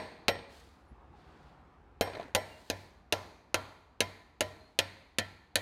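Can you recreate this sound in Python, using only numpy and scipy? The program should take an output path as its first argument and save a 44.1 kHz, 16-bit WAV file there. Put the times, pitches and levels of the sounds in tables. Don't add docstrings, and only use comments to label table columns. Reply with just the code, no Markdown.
import sys
import numpy as np
from scipy import signal
from scipy.io import wavfile
from scipy.ndimage import uniform_filter1d

SR = 44100
rng = np.random.default_rng(int(sys.argv[2]) if len(sys.argv) > 2 else 0)


def dump(signal):
    limited = np.clip(np.atleast_2d(signal).T, -1, 1)
    pcm = np.round(limited * 32767).astype(np.int16)
    wavfile.write(sys.argv[1], SR, pcm)


def invert_db(x):
    u = np.asarray(x, float) / 20
    return 10 ** u


N = 247577

# f/Hz, level/dB, t60/s
CASTING_MODES = [(300, -15, .12), (468, -4, .15), (556, -6, .16), (625, -1, .18), (685, -2, .14),
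                 (775, -12, .1), (886, -8, .13), (1000, -8, .26), (1355, -10, .2), (1391, -12, .15),
                 (1540, -16, .13), (1765, -11, .18), (1880, -16, .3), (1975, -15, .22), (2128, -12, .15),
                 (2309, -13, .11), (2410, -8, .09), (2455, -13, .12), (2995, -13, .14), (3195, -10, .19),
                 (3596, -16, .09), (3800, -8, .07), (3945, -11, .09), (4110, -8, .07), (4250, -10, .065),
                 (4438, -10, .07), (4770, -11, .06), (6450, -16, .025), (9700, -22, .035),
                 (11880, -25, .08)]
# f/Hz, density/dB per Hz
CRACK_SPECTRUM = [(59, -43), (100, -4), (589, 11), (1240, -20.5), (2520, 3.5), (3940, -1.5), (5430, -10),
                  (6450, -4.5), (8150, -16), (9470, -8), (12000, -16.5), (15100, -19), (16500, -49.5)]
# f/Hz, density/dB per Hz
ROOM_SPECTRUM = [(90, -32.5), (200, -2), (470, -16.5), (950, -4), (1200, -23.5), (1850, -15), (2900, -23),
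                 (4200, -21), (4800, -27), (5300, -38.5), (6500, -32), (7500, -39), (12000, -41),
                 (16500, -55)]
SPOT_SPREAD_DB, PARTNER_GAIN = 3, .6


def evened(x):
    return x / np.sqrt(np.mean(x ** 2) + 1e-20)


def read(points, hz):
    f, value = np.transpose(points)
    return np.interp(np.log(hz + 1), np.log(f + 1), value)


def add(mix, start_s, sound):
    at = round(start_s * SR)
    sound = sound[max(-at, 0):]
    part = mix[max(at, 0):][:len(sound)]
    part += sound[:len(part)]


def hiss(field_db, count):
    hz = np.fft.rfftfreq(256, 1 / SR)[:, None]
    t = np.arange(count // 64 + 5) * 64 / SR
    a, b = rng.standard_normal((len(t), len(hz), 2)).T
    spectra = (a + 1j * b) * invert_db(field_db(hz, t)) / 100
    return 8 * signal.istft(spectra, nperseg=256, noverlap=192)[1][:count]


def click(colour, count):
    hz = abs(np.fft.fftfreq(4096, 1 / SR))
    log_gain = np.log(invert_db(read(CRACK_SPECTRUM, hz) + read(colour, hz)))
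    phase = -signal.hilbert(log_gain).imag
    pulse = np.fft.ifft(np.exp(log_gain + 1j * phase)).real[:2048]
    return np.pad(pulse / abs(pulse).max(), (0, count - len(pulse)))


def gritty_contact(colour):
    return lambda hz, s: read(CRACK_SPECTRUM, hz) + read(colour, hz)


def chatter(colour, t):
    grit = evened(hiss(gritty_contact(colour), len(t)))
    contact = grit * invert_db(-3 - 60 * t / 0.009)
    return contact + uniform_filter1d(grit, size=2) * invert_db(-13.0 - 60 * t / 0.045)


def shiver(colour, t):
    # f/Hz, density/dB per Hz
    shiver_spectrum = [(59, -40), (100, 4.5), (368, -18), (602, 11.5), (1030, -9.5), (1220, -23),
                       (1350, -13), (1640, 9), (3050, -31), (5210, -23), (12000, -41.5), (15500, -50.5),
                       (16500, -58)]
    # f/Hz, t60/s
    shiver_t60 = [(200, 0.21), (700, 0.16), (2000, 0.02), (5000, 0.15), (12000, 0.027)]

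    def field_db(hz, s):
        return read(shiver_spectrum, hz) + read(colour, hz) - 60 * s / read(shiver_t60, hz)
    return hiss(field_db, len(t))


def ring(modes, t, spread_db, colour, partner_gain):
    hz, db, t60_s = np.transpose(modes)[:, :, None]
    spot, apart, phase = rng.standard_normal((len(modes), 3)).T[:, :, None]
    early = t[:SR // 3]
    twin = partner_gain * np.sin(2 * np.pi * hz * (1 + .012 * apart) * early + phase)
    pair = np.sin(2 * np.pi * hz * early) + twin
    gain = invert_db(db + read(colour, hz) + spread_db * spot - 60 * early / t60_s)
    sound = (gain * pair).sum(0)
    fade_out = np.minimum(20 * early[::-1], 1)
    return np.pad(sound * fade_out, (0, len(t) - len(early)))


def hammer_ring(hammer_db, t):
    # f/Hz, level/dB, t60/s
    hammer_modes = [(5523, -20, .28), (6800, -24, .05), (8470, -31, .48), (9850, -20, .1),
                    (11880, -18, .12), (15730, -24, .04)]
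    return invert_db(hammer_db - 21) * ring(hammer_modes, t, 1.0, [(1000, 0.013), (9000, 0.0074)], 0)


def add_echoes(heard, near):
    # delay/s, level/dB
    early_echoes = [
        (.0035, -6.5),
        (.0085, -11),
        (.013, -16.5),
    ]
    for delay_s, db in early_echoes:
        add(heard, delay_s * rng.uniform(.93, 1.2), invert_db(db) * uniform_filter1d(near, size=3))


def add_floor_knocks(heard, dull_db, t):
    # delay/s, level/dB
    floor_knocks = [
        (.0003, -8),
        (.0078, -5.5),
    ]
    knock = invert_db(dull_db + 11 - 60 * t / 0.017) * np.sin(2 * np.pi * 600 * t) * (1 - np.exp(-t / 0.0019))
    for delay_s, db in floor_knocks:
        add(heard, delay_s, invert_db(db) * knock)


def garage(colour, count):
    # f/Hz, t60/s
    room_t60 = [(60, 1), (250, 0.95), (1000, 0.78), (2500, 0.79), (6000, 0.78), (14000, 0.68)]

    def field_db(hz, s):
        return read(ROOM_SPECTRUM, hz) + read(colour, hz) - 60 * s / read(room_t60, hz)
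    build_up = np.clip(np.arange(count) / SR / 0.0046 - .3, 0, 1)
    return hiss(field_db, count) * build_up


def room_lines(casting, count):
    # f/Hz, level/dB
    air_loss = [(2200, 0), (3500, -5), (12000, -12)]
    flat = garage([(hz, read(air_loss, hz) - db) for hz, db in ROOM_SPECTRUM], count)
    return signal.fftconvolve(casting, flat / np.linalg.norm(flat))[:count]


def thump(thump_db, t):
    return invert_db(thump_db - 24 - 60 * t / 0.44) * (1 - np.exp(-t / 0.0078)) * np.sin(2 * np.pi * 96 * t)


def blow(peak_db, dull_db, bright_db, hammer_db, *spot_db):
    t = np.arange(2 * SR // 3) / SR
    thump_db = -15.5 - peak_db
    colour = [(150, thump_db), (300, dull_db + 11.5), (550, dull_db + 12.5), (800, dull_db + 10.5),
              (1200, spot_db[0]), (1750, spot_db[1]), (2300, 0.5), (3100, spot_db[2]),
              (4300, 0.003), (5500, spot_db[3]), (7000, bright_db + 13.0)]
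    near = (chatter(colour, t) + invert_db(-1.5) * shiver(colour, t)) * np.minimum(t / 0.00064, 1)
    casting = invert_db(-18.5) * ring(CASTING_MODES, t, SPOT_SPREAD_DB, colour, PARTNER_GAIN)
    rings = (casting + hammer_ring(hammer_db, t)) * np.minimum(t / 0.00029, 1)
    heard = invert_db(0.5) * click(colour, len(t)) + near + rings
    add_echoes(heard, near)
    add_floor_knocks(heard, dull_db, t)
    wash = garage(colour, len(t))
    lines = room_lines(casting, len(t))
    direct = (heard + invert_db(-20.5) * lines) / abs(heard).max()
    return invert_db(peak_db) * (direct + thump(thump_db, t) + invert_db(-7) * wash)


def traffic():
    # f/Hz, density/dB per Hz
    street_spectrum = [(12, -49), (20, -23.5), (43, -19), (65, -9), (86, -13), (195, -15.5), (273, -15.5),
                       (332, -16.5), (479, -20), (670, -22.5), (729, -16), (1140, -20.5), (1350, -23),
                       (1470, -26), (16500, -67)]
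    hum_hz, pass_hz, width_hz = 62.7, 152, 6.1
    wash_db, hum_db, drone_db, pass_rise_db = -61, -61, -65, 4.5
    pass_s, pass_width_s, hum_start_s, calming_db_per_s = 1.43, 0.33, 0.62, 1.35
    hz = np.fft.rfftfreq(2048, 1 / SR)[:, None]
    frames = N // 512 + 5
    a, b, c, d, patches = rng.standard_normal((frames, len(hz), 5)).T
    patches = evened(uniform_filter1d(uniform_filter1d(patches, 12, 0), 8, 1))
    spectra = [(a + 1j * b) * invert_db(read(street_spectrum, hz) + 1.5 * patches),
               (c + 1j * d) / (1 + ((hz - hum_hz) / width_hz) ** 2),
               (d + 1j * c) / (1 + ((hz - pass_hz) / width_hz) ** 2)]
    wash, hum, drone = (evened(signal.istft(z, nperseg=2048, noverlap=1536)[1][:N]) for z in spectra)
    now = np.arange(N) / SR
    passing = np.exp(-((now - pass_s) / pass_width_s) ** 2)
    wash = wash * invert_db(wash_db + pass_rise_db * passing)
    drone = drone * passing * invert_db(drone_db)
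    hum = hum * np.clip(now / hum_start_s, .4, 1) * invert_db(hum_db)
    return (wash + drone + hum) * invert_db(-calming_db_per_s * now)


def rattle(peak_db, bright_db):
    t = np.arange(SR // 3) / SR
    colour = [(900, 0.016), (1500, bright_db), (4500, bright_db), (7000, bright_db - 9.0)]
    scrape = evened(hiss(gritty_contact(colour), len(t))) * invert_db(-60 * t / 0.018)
    short = SR // 9
    damped = ring(CASTING_MODES, t[:short], SPOT_SPREAD_DB, colour, PARTNER_GAIN)
    damped = np.pad(damped, (0, len(t) - short)) * invert_db(-3 - 60 * t / .08)
    knock = (scrape + damped) * np.minimum(t / .0012, 1)
    room = invert_db(1 - 60 * t / .4) * garage(colour, len(t))
    return invert_db(peak_db + 5) * (knock / abs(knock).max() + room)


def stroke(hold_s, fade_s):
    t, rise_s = np.arange(SR) / SR, .07
    rise = np.sin(np.pi / 2 * np.clip(t / rise_s, 0, 1)) ** 2
    return rise * invert_db(-20 * np.clip(t - rise_s - hold_s, 0, 2) / fade_s)


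def rustle():
    # f/Hz, density/dB per Hz
    cloth_spectrum = [(880, -28), (1500, 2.5), (2050, -4), (4500, -3), (5470, -10.5), (8420, -16),
                      (15100, -27.5), (16500, -33.5)]
    # start/s, hold/s, 20 dB fade/s, level/dB, brightness/dB per octave
    moves = [
        (0.462, 0.073, 0.28, -63.5, 2.5),
        (1.117, 0.3, 0.2, -70.5, -3),
        (2.399, 0.37, 0.18, -67, 3.5),
        (4.522, 0.044, 1, -78.5, 0),
    ]
    flicker = evened(uniform_filter1d(rng.standard_normal(N), 300))
    out = np.zeros(N)
    for start_s, hold_s, fade_s, db, tilt_db in moves:
        cloth = hiss(lambda hz, s: read(cloth_spectrum, hz) + tilt_db * np.log2(hz / 4000 + 0.038), SR)
        add(out, start_s, invert_db(db) * evened(cloth) * stroke(hold_s, fade_s))
    return out * invert_db(1.2 * flicker)


def small_rings():
    # t/s, level/dB, f/Hz, t60/s, rise/s
    pings = [(.912, -38, 58, .12, .008), (.914, -44, 130, .06, .004), (.916, -46, 230, .05, .003),
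             (.918, -50, 330, .04, .002), (1.136, -47, 830, .07, .003), (.5, -61, 2800, .2, .02),
             (2.485, -54, 2800, .08, .004), (2.51, -48, 2790, .2, .015), (2.408, -66, 11200, .03, .001),
             (2.508, -66, 13800, .04, .001), (2.58, -60, 2830, .1, .01), (4.6, -58, 4170, .2, .01),
             (4.64, -58, 4250, .22, .015)]
    t, out = np.arange(SR // 3) / SR, np.zeros(N)
    for start_s, db, hz, t60_s, rise_s in pings:
        waver_s = np.cumsum(evened(uniform_filter1d(rng.standard_normal(len(t)), 200))) * .007 / SR
        gain = invert_db(db - 60 * t / t60_s) * (1 - np.exp(-t / rise_s))
        add(out, start_s, gain * np.sin(2 * np.pi * hz * (t + waver_s)))
    return out


def shoe_squeak():
    start_s, length_s, top_hz, arch_depth, level_db = .868, .057, 10950, .055, -82
    arch = np.sin(np.pi * np.arange(0, 1, 1 / SR / length_s))
    hz = top_hz * (1 - arch_depth * (1 - arch))
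    out = np.zeros(N)
    add(out, start_s, invert_db(level_db) * arch * np.sin(2 * np.pi * np.cumsum(hz) / SR))
    return out


def drag():
    # f/Hz, density/dB per Hz
    rub_spectrum = [(100, -6), (300, 4), (680, -1), (1100, -15), (1700, -2), (4200, -26.5), (5500, -24),
                    (16000, -44.5)]
    start_s, hold_s, fade_s, level_db, lumps_db = 2.06, 0.14, 0.076, -52.5, 5
    lumps = evened(uniform_filter1d(uniform_filter1d(rng.standard_normal(SR), 120), 120))
    rub = evened(hiss(lambda hz, s: read(rub_spectrum, hz), SR))
    out = np.zeros(N)
    add(out, start_s, rub * invert_db(level_db + lumps_db * lumps) * stroke(hold_s, fade_s))
    return out


def scene():
    # t/s, peak/dB, dull part/dB, bright part/dB, hammer ring/dB
    blows = [(0.281, -8, -16, -21, 4), (2.009, -11, -11.5, -12.5, 12), (2.348, -9, -13.5, -11, 4.5),
             (2.699, -14.5, -14.5, -12, -1), (3.123, -10.5, -16, -10.5, -3), (3.542, -11, -16.5, -11, -5.5),
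             (4.004, -10.5, -20.5, -12, -3.5), (4.406, -12.5, -17, -10.5, -0.5),
             (4.788, -7.5, -23, -15, -1), (5.184, -12, -20.5, -13.5, -7), (5.555, -8, -19, -7, -14)]
    # peak/dB, dull/dB, bright/dB, hammer ring/dB
    earlier_blow = (-4, -14.5, -18.5, 8)
    # until/s, then level/dB of modes near 1.2, 1.8, 3.1, 5.5 kHz
    spots = [(1, -6.5, -0.2, -5.5, -3), (2.2, -2, 5, -1, -0.5), (2.5, -7.5, 0.5, -6.5, -3),
             (3, -7.5, 0, -4, 5), (3.3, 4.5, -2.5, -3, 6.5), (3.8, 9.5, -1, -0.9, 1),
             (4.6, -2, -2, -3.5, 0), (5.4, -6, -1, -2.5, -1), (6, -8.5, 1.5, -1.5, -0.5)]
    # t/s, peak/dB, bright part/dB
    rattles = [(0.354, -37, -5.5), (0.389, -42, 0), (2.059, -40.5, -2.5), (2.075, -33, -12.5),
               (2.099, -39, -8), (2.119, -48, -8), (2.134, -40, 2.5), (2.15, -36.5, 4), (2.169, -36, -20),
               (2.185, -50.5, 5), (2.197, -30.5, -10.5), (2.21, -42.5, -7), (2.228, -39.5, -3.5)]
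    earlier_s, blow_delay_s = .085, .0014
    hits = np.zeros(N)
    add(hits, -earlier_s, blow(*earlier_blow, *spots[0][1:]))
    for start_s, *columns in blows:
        spot = next(row for row in spots if start_s < row[0])
        add(hits, start_s + blow_delay_s, blow(*columns, *spot[1:]))
    for start_s, *columns in rattles:
        add(hits, start_s, rattle(*columns))
    return (hits + small_rings() + shoe_squeak() + rustle() + drag() + traffic())[None]


def band_limit(x):
    return signal.sosfilt(signal.butter(12, 16780, fs=SR, output="sos"), x)


def record(dry):
    low_edge_hz, top_edge_hz = 40, 16800
    bass_cut = signal.sosfilt(signal.butter(2, low_edge_hz, "high", fs=SR, output="sos"), dry)
    top_cut = signal.firwin(255, top_edge_hz, window=("kaiser", 9), fs=SR)
    band = signal.oaconvolve(bass_cut, top_cut[None], "same")
    return band_limit(band)


dry = scene()
out = record(dry)
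dump(out)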